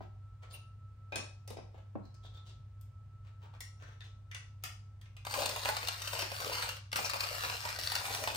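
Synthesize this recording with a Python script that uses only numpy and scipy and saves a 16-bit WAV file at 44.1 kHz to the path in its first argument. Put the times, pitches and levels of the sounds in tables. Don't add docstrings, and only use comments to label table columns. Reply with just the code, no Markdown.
import sys
import numpy as np
from scipy import signal
from scipy.fft import rfft, irfft, next_fast_len
from scipy.io import wavfile
from scipy.ndimage import uniform_filter1d, map_coordinates

SR = 44100
rng = np.random.default_rng(int(sys.argv[2]) if len(sys.argv) > 2 else 0)


def transcribe(signal):
    frames = np.atleast_2d(signal).T
    limited = np.clip(frames, -1, 1)
    pcm = np.round(limited * 32767).astype(np.int16)
    wavfile.write(sys.argv[1], SR, pcm)


N = 368676

# start_s, crack_db, crunch_db, crumble_s (time until the pieces die away), pitch_hz
BEANS = [(5.249, -31.5, -52, 0.0062, 1500), (5.266, -31, -39.5, 0.0057, 990),
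         (5.309, -30.5, -53, 0.014, 1450), (5.338, -24, -34.5, 0.022, 1030),
         (5.373, -30.5, -38, 0.033, 583), (5.418, -24.5, -42.5, 0.0077, 600),
         (5.457, -20.5, -37.5, 0.0093, 635), (5.491, -23, -39, 0.006, 590), (5.56, -28.5, -40, 0.02, 1040),
         (5.648, -25.5, -43, 0.0036, 915), (5.655, -24, -36.5, 0.016, 1380),
         (5.687, -22.5, -34, 0.021, 860), (5.766, -23.5, -37, 0.0037, 537), (5.828, -31, -41, 0.012, 580),
         (5.872, -22, -65, 0.0022, 1400), (5.884, -17.5, -36, 0.0019, 1410),
         (6.018, -24.5, -51, 0.0089, 1420), (6.075, -24.5, -46, 0.0091, 1390),
         (6.131, -24.5, -39.5, 0.03, 580), (6.19, -24, -39.5, 0.036, 540), (6.222, -28.5, -38, 0.007, 503),
         (6.316, -32, -39, 0.0056, 570), (6.401, -29.5, -44, 0.016, 870), (6.444, -30, -43.5, 0.045, 520),
         (6.496, -31, -44, 0.055, 510), (6.689, -24, -48, 0.011, 1450), (6.766, -33.5, -72, .003, 2500),
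         (6.916, -35.5, -68, 0.0071, 2480), (6.928, -24, -34.5, 0.0051, 1410),
         (6.957, -19, -37, .016, 1480), (6.987, -31, -35.5, 0.015, 620), (7.096, -21.5, -59, 0.004, 1400),
         (7.111, -29.5, -48, .004, 1390), (7.133, -27, -35, 0.032, 900), (7.205, -20, -36, 0.0073, 1150),
         (7.233, -26.5, -43, 0.015, 870), (7.306, -32, -45, 0.022, 580), (7.435, -25, -37, 0.012, 965),
         (7.496, -37, -39, 0.009, 920), (7.651, -29, -37, 0.019, 910), (7.687, -28, -49.5, 0.023, 610),
         (7.787, -26.5, -46, 0.017, 990), (7.834, -27.5, -59, 0.032, 1840), (7.872, -22, -58, 0.004, 1840),
         (7.918, -22, -39, 0.0042, 1810), (7.952, -18.5, -44.5, 0.0038, 1400),
         (7.961, -23.5, -44, 0.014, 1410), (8.053, -26, -44.5, 0.013, 980), (8.137, -26, -51, .005, 1410),
         (8.147, -21.5, -43, 0.0068, 1430), (8.237, -24.5, -36.5, 0.0053, 666),
         (8.273, -23.5, -32.5, 0.012, 850), (8.3, -41, -40, 0.026, 546), (8.346, -26, -39.5, 0.003, 1020),
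         (8.356, -25.5, -52, .005, 1030)]
# time_s, effort_db
EFFORT_RUNS = [
    [(5.26, -59), (5.31, -48.5), (5.4, -44), (5.53, -48), (5.6, -49), (5.7, -46), (5.8, -51.5),
     (5.98, -51.5), (6.06, -48), (6.2, -45), (6.28, -54), (6.36, -49), (6.48, -46.5), (6.64, -46),
     (6.72, -51.5), (6.79, -62.5)],
    [(6.925, -54), (6.97, -47), (7.015, -46), (7.05, -43.5), (7.13, -55.5), (7.23, -46.5), (7.35, -47),
     (7.45, -45.5), (7.61, -49.5), (7.7, -48.5), (7.78, -53)],
    [(7.787, -47.5), (7.83, -47.5), (8.21, -45.5), (8.33, -51.5), (8.36, -43)],
]
# frequency_hz, level_db
CRUNCH_COLOUR = [(60, -21), (160, -3), (270, -7.5), (330, -17), (480, -2), (1000, 7.5), (1600, -13),
                 (2500, 6), (5000, -26)]
# frequency_hz, width_hz, level_db
BARREL_MODES = [(190, 120, -15), (540, 103, 3), (935, 140, 3), (1489, 78, 6.5)]
# frequency_hz, level_db
GRIT_COLOUR = [(300, -53), (1200, 6.5), (2200, 3), (3300, -1), (4600, 6), (6300, -10.5), (8000, -12),
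               (10000, -6.5), (12500, -0.5), (15500, -45)]
# frequency_hz, width_hz, level_db
BURR_MODES = [(2796, 54, 6.5), (4100, 1800, -1.5), (5640, 29, 2.5), (8110, 28, 1.5)]
# frequency_hz, level_db
DUST_COLOUR = [(2000, -9.5), (6000, -1.5), (9500, 0.5), (12000, -11), (15000, 4.5), (16000, -26)]
EASY_EFFORT_DB = -47
GRIT_DB, CRUNCH_DB = 4, -3
CRUNCH_GROWS, DUST_GROWS = 2, 1.35
BROAD_DB = -9
SHARDS_DB, SHARD_DUST_DB = -18.5, -9


def grinding():
    coarse = fractures(rate=600, spread_db=0.0, clump_db=3.0, clump_rate=79)
    fine = fractures(rate=1600, spread_db=4.5, clump_db=2.3, clump_rate=110)
    lumps = chips(rate=130, hz=652, octaves=0.532, cycles=2.2, spread_db=1.0)
    dust = coloured(fractures(rate=9000, spread_db=2.5, clump_db=2.0, clump_rate=130), DUST_COLOUR)

    effort_db = np.max([curves(run, outside=-120)[0] for run in EFFORT_RUNS], axis=0)
    steady_crunch_db = EASY_EFFORT_DB + CRUNCH_DB + CRUNCH_GROWS * (effort_db - EASY_EFFORT_DB)
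    _, crack_db, crunch_db, _, _ = np.transpose(BEANS)
    bean_grit_db = np.maximum(crack_db + SHARDS_DB, crunch_db + SHARD_DUST_DB)
    crunch_gain = np.hypot(amp(steady_crunch_db), crumbling(crunch_db + BROAD_DB))
    grit_gain = np.hypot(amp(effort_db + GRIT_DB), crumbling(bean_grit_db))

    pieces = amp(-4.5) * coarse + amp(-12.0) * lumps
    barrel = coloured(crunch_gain * pieces, CRUNCH_COLOUR, BARREL_MODES)
    burrs = coloured(amp(-0.2) * grit_gain * fine, GRIT_COLOUR, BURR_MODES)
    easy_gain = amp(EASY_EFFORT_DB + GRIT_DB)
    dust_gain = easy_gain * (grit_gain / easy_gain) ** DUST_GROWS
    return shifting(barrel + burrs) + amp(-7.5) * dust_gain * dust


SHIFT_DB = 2.8


def shifting(x):
    bands = signal.stft(x, nperseg=512)[2]
    field = uniform_filter1d(rng.standard_normal(bands.shape), size=5, axis=0)
    field = uniform_filter1d(field, size=12, axis=1)
    gain = unit(amp(SHIFT_DB * unit(field)))
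    return signal.istft(bands * gain, nperseg=512)[1][:N]


CRUMBLE_RELEASE_S = 0.0056


def crumble(length):
    t = np.arange(SR // 4) / SR
    return np.exp(-np.maximum(t - length, 0) / CRUMBLE_RELEASE_S)


def crumbling(levels_db):
    power = np.zeros(N)
    for (s, _, _, length, _), db in zip(BEANS, levels_db):
        add(power, s, (amp(db) * crumble(length)) ** 2)
    return np.sqrt(power)


RING_DB, RING_Q = -7.5, 7


def crunches():
    breaks = fractures(rate=900, spread_db=3, clump_db=1, clump_rate=90)
    breaks = np.pad(breaks, (0, SR))
    track = np.zeros(N)
    for s, _, db, length, hz in BEANS:
        gain = crumble(length)
        volley = gain * breaks[round(s * SR):][:len(gain)]
        add(track, s, amp(db + RING_DB) * np.linalg.norm(gain) * resonant(volley, hz, RING_Q))
    return track


THUD_DB = 24
SNAP_LAG_S = 0.001


def snaps():
    s, crack_db, crunch_db, _, _ = np.transpose(BEANS)
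    thuds = blows(s + SNAP_LAG_S, crunch_db + THUD_DB, t60=0.016)
    cracks = blows(s + SNAP_LAG_S, crack_db + 13, t60=0.012)
    return coloured(thuds, CRUNCH_COLOUR, BARREL_MODES) + coloured(cracks, GRIT_COLOUR, BURR_MODES)


# middle_s, pitch_hz, level_db, half_length_s
SQUEALS = [(0.544, 9200, -53, 0.029), (0.548, 13700, -59, 0.031), (6.635, 8070, -41, 0.02),
           (7.052, 5700, -33.5, 0.013), (8.225, 5650, -46.5, 0.04)]


def squeals():
    track, t = np.zeros(N), np.arange(N) / SR
    drift = 1.3 * wobble(300)
    for s, hz, db, half_length in SQUEALS:
        near = np.abs(t - s) < half_length
        swell = np.cos(np.pi / 2 * (t[near] - s) / half_length) ** 2
        track[near] += amp(db) * swell * np.sin(2 * np.pi * hz * t[near] + drift[near])
    return track


# start_s, level_db, body_db, bright_db, edge_db, part_pitch_hz, part_ring_db, crank_ring_db
CLINKS = [(0.538, -58.5, 5.5, -18, -6, 2740, 20.5, -3), (1.122, -37, 1.5, -34, -44, 2610, 3, 16),
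          (1.157, -25.5, -9.5, -7.5, -27, 3750, -15, -1), (1.476, -44, -5.5, -2.5, -14, 5060, 1, 0),
          (1.503, -42.5, -1.5, -6.5, -13, 3730, -2, -7), (1.569, -42, -30, -32, -31, 4900, -5, -4),
          (2.811, -65, -14, 2, 8.5, 5000, 2, -9), (3.605, -39, -35, -2.5, -6, 1980, 2, 6.5),
          (4.005, -40, -36, -35, -43, 3580, 0, -8), (4.313, -36.5, -32, -20, -29, 2270, -7, 6.5),
          (4.346, -28.5, -38, -16.5, -29, 2120, -26, -27), (4.637, -23.5, -51, -14, -12, 2000, -20, -3),
          (5.013, -46, -28, -14.5, -19, 2950, -19, -7), (5.057, -48.5, -24, -36, -38, 2340, -20, -14),
          (5.166, -41.5, -27, -18.5, -25, 2490, -8, -14)]
# frequency_hz, level_db, t60_s (time to fall by 60 dB)
LOOSE_CRANK = [(1622, 2, 0.2), (2530, 10, 0.23), (3800, 3, 0.14), (5470, 11.5, 0.29), (7300, -1, .17),
               (9150, 10, 0.33), (10400, 9, .2)]
# frequency_hz, level_db, t60_s
SEATED_CRANK = [(1870, 1, 0.13), (2850, 1, .18), (5600, 4, 0.26), (5760, 5, .26), (8900, 4, 0.3)]
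SEATED_S = 3
# frequency_hz, level_db
TICK_COLOUR = [(300, -10), (1000, -2), (1900, 6), (3500, 0.5), (6000, -5.5), (12000, -47.5)]
# frequency_hz, level_db
BODY_COLOUR = [(100, -12), (300, -10), (500, 4), (750, 1.5), (1200, -8.5), (2500, -49)]
# frequency_hz, level_db
BRIGHT_COLOUR = [(1500, -18.5), (4000, -1), (6000, -4), (9000, 1.5), (10500, -1), (12000, -14.5)]
# frequency_hz, level_db
EDGE_COLOUR = [(6000, -44), (11000, -15), (13500, -9), (16000, -21.5)]


def clinks():
    s, db, body_db, bright_db, edge_db = np.transpose(CLINKS)[:5]
    ring, t = np.zeros(N), np.arange(SR // 2) / SR
    for start, level, _, brightness, _, pitch, part_db, crank_db in CLINKS:
        crank = LOOSE_CRANK if start < SEATED_S else SEATED_CRANK
        modes = np.zeros(len(t))
        for hz, mode_db, t60 in crank:
            strength_db = mode_db + rng.normal(0, 1.5) + brightness * (hz > 5000)
            blur = np.cumsum(rng.normal(0, 0.05, len(t)))
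            modes += amp(strength_db - 60 * t / t60) * np.sin(2 * np.pi * hz * t + blur)
        part = resonant(burst(t60=0.035), pitch, q=18)
        add(ring, start, amp(level + crank_db - 33.0) * modes)
        add(ring, start, amp(level + part_db + 10.5) * part)
    tick = coloured(blows(s, db + 9, t60=0.02), TICK_COLOUR)
    body = coloured(blows(s, db + body_db + 20.0, t60=0.048), BODY_COLOUR)
    bright = coloured(blows(s, db + bright_db + 19.5, t60=0.017), BRIGHT_COLOUR)
    edge = coloured(blows(s, db + edge_db + 20, t60=0.022), EDGE_COLOUR)
    return ring + tick + body + bright + edge


# start_s, level_db, bass_db
KNOCKS = [(0.006, -33.5, -2.5), (1.502, -45, 9), (1.527, -47.5, -3), (1.569, -39, -9), (1.586, -37, -18),
          (1.744, -45, -9), (1.954, -29.5, 6), (2.247, -52.5, -15)]
# frequency_hz, level_db, t60_s
COUNTER_MODES = [(177, -8.5, 0.13), (207, 7.5, 0.041), (248, -4, 0.046), (484, -10, 0.076),
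                 (762, 5.5, 0.04)]
# frequency_hz, level_db
WOOD_COLOUR = [(150, -2), (600, 6.5), (1600, -14.5), (6000, -55)]


def knocks():
    s, db, bass_db = np.transpose(KNOCKS)
    board, t = np.zeros(N), np.arange(SR // 4) / SR
    soft_start = 1 - np.exp(-t / 0.0062)
    for start, level, bass in zip(s, db, bass_db):
        modes = np.zeros(len(t))
        for hz, mode_db, t60 in COUNTER_MODES:
            fade = amp(mode_db + bass * (hz < 400) - 60 * t / t60)
            modes += fade * np.sin(2 * np.pi * (hz * t + rng.random()))
        add(board, start, amp(level - 9.0) * modes * soft_start)
    return board + coloured(blows(s, db + 15.5, t60=0.018), WOOD_COLOUR)


# start_s, length_s, level_db, resonance_hz, sharpness_q (no unit; below 1 counts as 1)
SCUFFS = [(0, 0.049, -53, 380, 4.9), (0.402, 0.086, -62, 950, 0.86), (0.491, 0.079, -52.5, 3880, 4.3),
          (1.155, 0.045, -50.5, 1800, 1.9), (1.702, 0.15, -66.5, 637, 4.3), (2.018, 0.07, -67, 4130, 22),
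          (2.138, 0.017, -60.5, 4600, 3.5), (2.219, 0.067, -57.5, 3460, 9.2),
          (2.327, 0.072, -57.5, 3480, 14), (2.443, 0.079, -60, 3470, 2.6), (3.229, 0.07, -65, 1190, 1.8),
          (3.394, 0.1, -61.5, 920, 8.7), (3.512, 0.064, -61.5, 1100, 2.3), (3.71, 0.31, -74, 5700, 52),
          (3.767, 0.2, -59.5, 1480, 2.8), (3.979, 0.15, -66, 3000, 1.5), (4.62, 0.032, -59.5, 2500, 1.5)]
# frequency_hz, level_db
SKIN_COLOUR = [(100, -37), (400, 10), (1200, 5), (2000, 0), (3600, -1.5), (7000, -18), (10000, -28),
               (15000, -11)]


def rubbing():
    slips = fractures(rate=1400, spread_db=4, clump_db=4.5, clump_rate=70)
    rustle, track = coloured(slips, SKIN_COLOUR), np.zeros(N)
    for s, length, db, hz, q in SCUFFS:
        stroke = slice(round(s * SR), round((s + length) * SR))
        resonance = unit(resonant(slips[stroke], hz, q))
        scrape = amp(-9.0) * unit(rustle[stroke]) + amp(-7.0) * resonance
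        swell = signal.windows.tukey(len(scrape), 0.8)
        add(track, s, amp(db) * swell * scrape)
    return track


# frequency_hz, left_lead_rad
PORT_PHASE = [(100, -4), (1000, 1.03), (2000, 3.5), (5600, 7.5), (12800, 7)]
# frequency_hz, share (0-1)
SCATTERED = [(400, .02), (1400, .42), (2800, .25), (6000, .36), (12000, .08)]
SCATTER_T60_S = 0.014


def nearby(x):
    sides, step, t = np.array([[0.5], [-0.5]]), SR // 4, np.arange(SR // 50) / SR

    def share(hz):
        return np.clip(along(SCATTERED, hz), 0, 1)

    glancing = np.zeros((2, N))
    for start in range(0, N, step):
        paths = rng.standard_normal((2, len(t))) * amp(-60 * t / SCATTER_T60_S)
        paths /= np.linalg.norm(paths, axis=1, keepdims=True)
        add(glancing, start / SR, signal.fftconvolve(x[None, start:start + step], paths, axes=1))
    straight = filtered(x, lambda hz: np.sqrt(1 - share(hz)) * np.exp(1j * sides * along(PORT_PHASE, hz)))
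    return straight + filtered(glancing, lambda hz: np.sqrt(share(hz)))


# frequency_hz, t60_s
ROOM_T60 = [(150, 0.31), (800, 0.44), (2100, 0.34), (5500, 0.42), (14000, 0.21)]
# frequency_hz, level_db
ROOM_LEVEL = [(150, 3.5), (700, -2.5), (2500, 1), (4500, -2), (6300, -0.5), (9000, -4), (14000, -8.5)]


def kitchen(x):
    wet, step = np.zeros((2, N)), SR // 4
    for start in range(0, N, step):
        hz, t, noise = signal.stft(rng.standard_normal((2, SR // 2)), SR, nperseg=256)
        t60 = along(ROOM_T60, hz)[:, None]
        fade = amp(along(ROOM_LEVEL, hz)[:, None] - 60 * t / t60)
        fade = fade * np.sqrt(2 * np.log(1000) / (t60 * SR))
        tail = signal.istft(noise * fade * (t > 0), SR, nperseg=256)[1]
        add(wet, start / SR, signal.fftconvolve(x[None, start:start + step], tail, axes=1))
    return wet


# frequency_hz, level_db
RUMBLE_COLOUR = [(20, -30.5), (31, -20.5), (47, 3.5), (63, 3.5), (128, 3.5), (160, -15.5), (200, -14),
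                 (260, -26), (650, -28.5), (2000, -36.5), (15000, -55)]


def hum():
    mid, side = filtered(rng.standard_normal((2, N)), lambda hz: amp(along(RUMBLE_COLOUR, hz)))
    side = filtered(side, lambda hz: amp(along([(110, -19), (300, -6), (900, -1)], hz)))
    rumble = amp(-56.0) * unit(np.array([mid + side, mid - side]))
    tone = unit(np.sin(2 * np.pi * 100 * np.arange(N) / SR))
    return rumble + amp(-52.0 + 0.31 * wobble(1.6)) * tone


# time_s, level_db
WHINE_LEVEL = [(0, -77.5), (1.2, -74), (1.7, -84.5), (2.2, -77), (3.6, -82), (4.7, -77.5), (5.4, -95)]
THROB_RATE = 5.2


def whine():
    level_db, = curves(WHINE_LEVEL)
    throb = np.abs(np.sin(np.pi * THROB_RATE * np.arange(N) / SR)) ** 0.6
    phase = 2 * np.pi * np.cumsum(1316 + 2.52 * wobble(8.3)) / SR
    sway_db = 2.5 * np.array([wobble(3.3), wobble(4.1)])
    return amp(level_db + 11.5 + sway_db) * (0.084 + throb) * np.sin(phase)


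def fractures(rate, spread_db, clump_db, clump_rate):
    at = np.flatnonzero(rng.random(N) < rate / SR)
    size_db = spread_db * np.minimum(rng.exponential(size=N)[at], 4)
    size_db = size_db + clump_db * wobble(clump_rate)[at]
    return unit(np.bincount(at, amp(size_db) * rng.choice([-1, 1], N)[at], N))


def chips(rate, hz, octaves, cycles, spread_db, size=700):
    start = np.flatnonzero(rng.random(N) < rate / SR)[:, None]
    pitch = np.minimum(hz * 2 ** (octaves * rng.standard_normal(N)[start]), SR / 3)
    size_db = spread_db * np.minimum(rng.exponential(size=N)[start], 3)
    turns = pitch * np.arange(size) / SR
    rings = amp(size_db) * np.sqrt(pitch) * np.sin(2 * np.pi * turns) * np.exp(-turns / cycles)
    return unit(np.bincount((start + np.arange(size)).ravel(), rings.ravel(), N)[:N])


def burst(t60):
    t = np.arange(SR // 5) / SR
    rise = (1 - np.exp(-t / 0.0006)) ** 2
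    force = rng.standard_normal(len(t)) * amp(-60 * t / t60) * rise
    return force / np.linalg.norm(force)


def blows(times, levels_db, t60):
    track = np.zeros(N)
    for s, db in zip(times, levels_db):
        add(track, s, amp(db) * burst(t60))
    return track


def resonant(x, hz, q):
    y = signal.lfilter(*signal.iirpeak(min(hz, SR / 3), max(q, 1), SR), x)
    return y / (np.linalg.norm(y) + 1e-20)


def coloured(x, spectrum, modes=(), size=8192):
    hz = np.fft.rfftfreq(size, 1 / SR)
    power = amp(along(spectrum, hz)) ** 2
    for centre, width, db in modes:
        peak = amp(db) * hz * width / (centre ** 2 - hz ** 2 + 1j * hz * width)
        power = power + np.abs(peak) ** 2
    cepstrum = irfft(np.log(power / power.mean()))[:size // 2]
    cepstrum[0] /= 2
    return signal.oaconvolve(x, irfft(np.exp(rfft(cepstrum, size))))[:N]


def filtered(x, response):
    size = next_fast_len(N + SR // 2, real=True)
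    return irfft(rfft(x, size) * response(np.fft.rfftfreq(size, 1 / SR)), size)[..., :N]


def amp(db):
    return 10 ** (np.asarray(db) / 20)


def unit(x):
    return x / np.sqrt(np.mean(x ** 2) + 1e-20)


def along(points, hz):
    f, v = np.transpose(points)
    return np.interp(np.log(hz + 1), np.log(f + 1), v)


def curves(rows, outside=None):
    s, *cols = np.transpose(rows)
    return [np.interp(np.arange(N) / SR, s, c, outside, outside) for c in cols]


def wobble(rate):
    knots = rng.standard_normal(int(N * rate / SR) + 4)
    coarse = np.arange(0, N, SR // 1500)
    return np.interp(np.arange(N), coarse, map_coordinates(knots, [coarse * rate / SR]))


def add(track, s, sound):
    part = track[..., max(round(s * SR), 0):][..., :sound.shape[-1]]
    part += sound[..., :part.shape[-1]]


# frequency_hz, left_over_right_db
PORT_TILT = [(200, -0.5), (450, 2), (1100, 4), (2200, -0.5), (4500, 3), (6700, 7), (8500, 0)]
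MILL_ROOM_DB, SNAP_ROOM_DB, PARTS_ROOM_DB, KNOCK_ROOM_DB = -0.5, -3.5, 5, 0


def scene():
    mill = grinding() + crunches() + squeals()
    beans = snaps()
    parts = clinks() + rubbing()
    board = knocks()
    direct = nearby(mill + beans + parts + board)
    to_walls = amp(MILL_ROOM_DB) * mill + amp(SNAP_ROOM_DB) * beans
    to_walls = to_walls + amp(PARTS_ROOM_DB) * parts + amp(KNOCK_ROOM_DB) * board
    heard = direct + kitchen(to_walls)
    sides = np.array([[0.5], [-0.5]])
    return filtered(heard, lambda hz: amp(sides * along(PORT_TILT, hz))) + hum() + whine()


# frequency_hz, level_db
TREBLE_GAP = [(9800, -0.5), (11000, -18.5), (11800, -19), (12800, -1)]
TOP_HZ = 16200


def record(dry):
    return filtered(dry, lambda hz: amp(along(TREBLE_GAP, hz)) * (hz < TOP_HZ))


dry = scene()
out = record(dry)
transcribe(out)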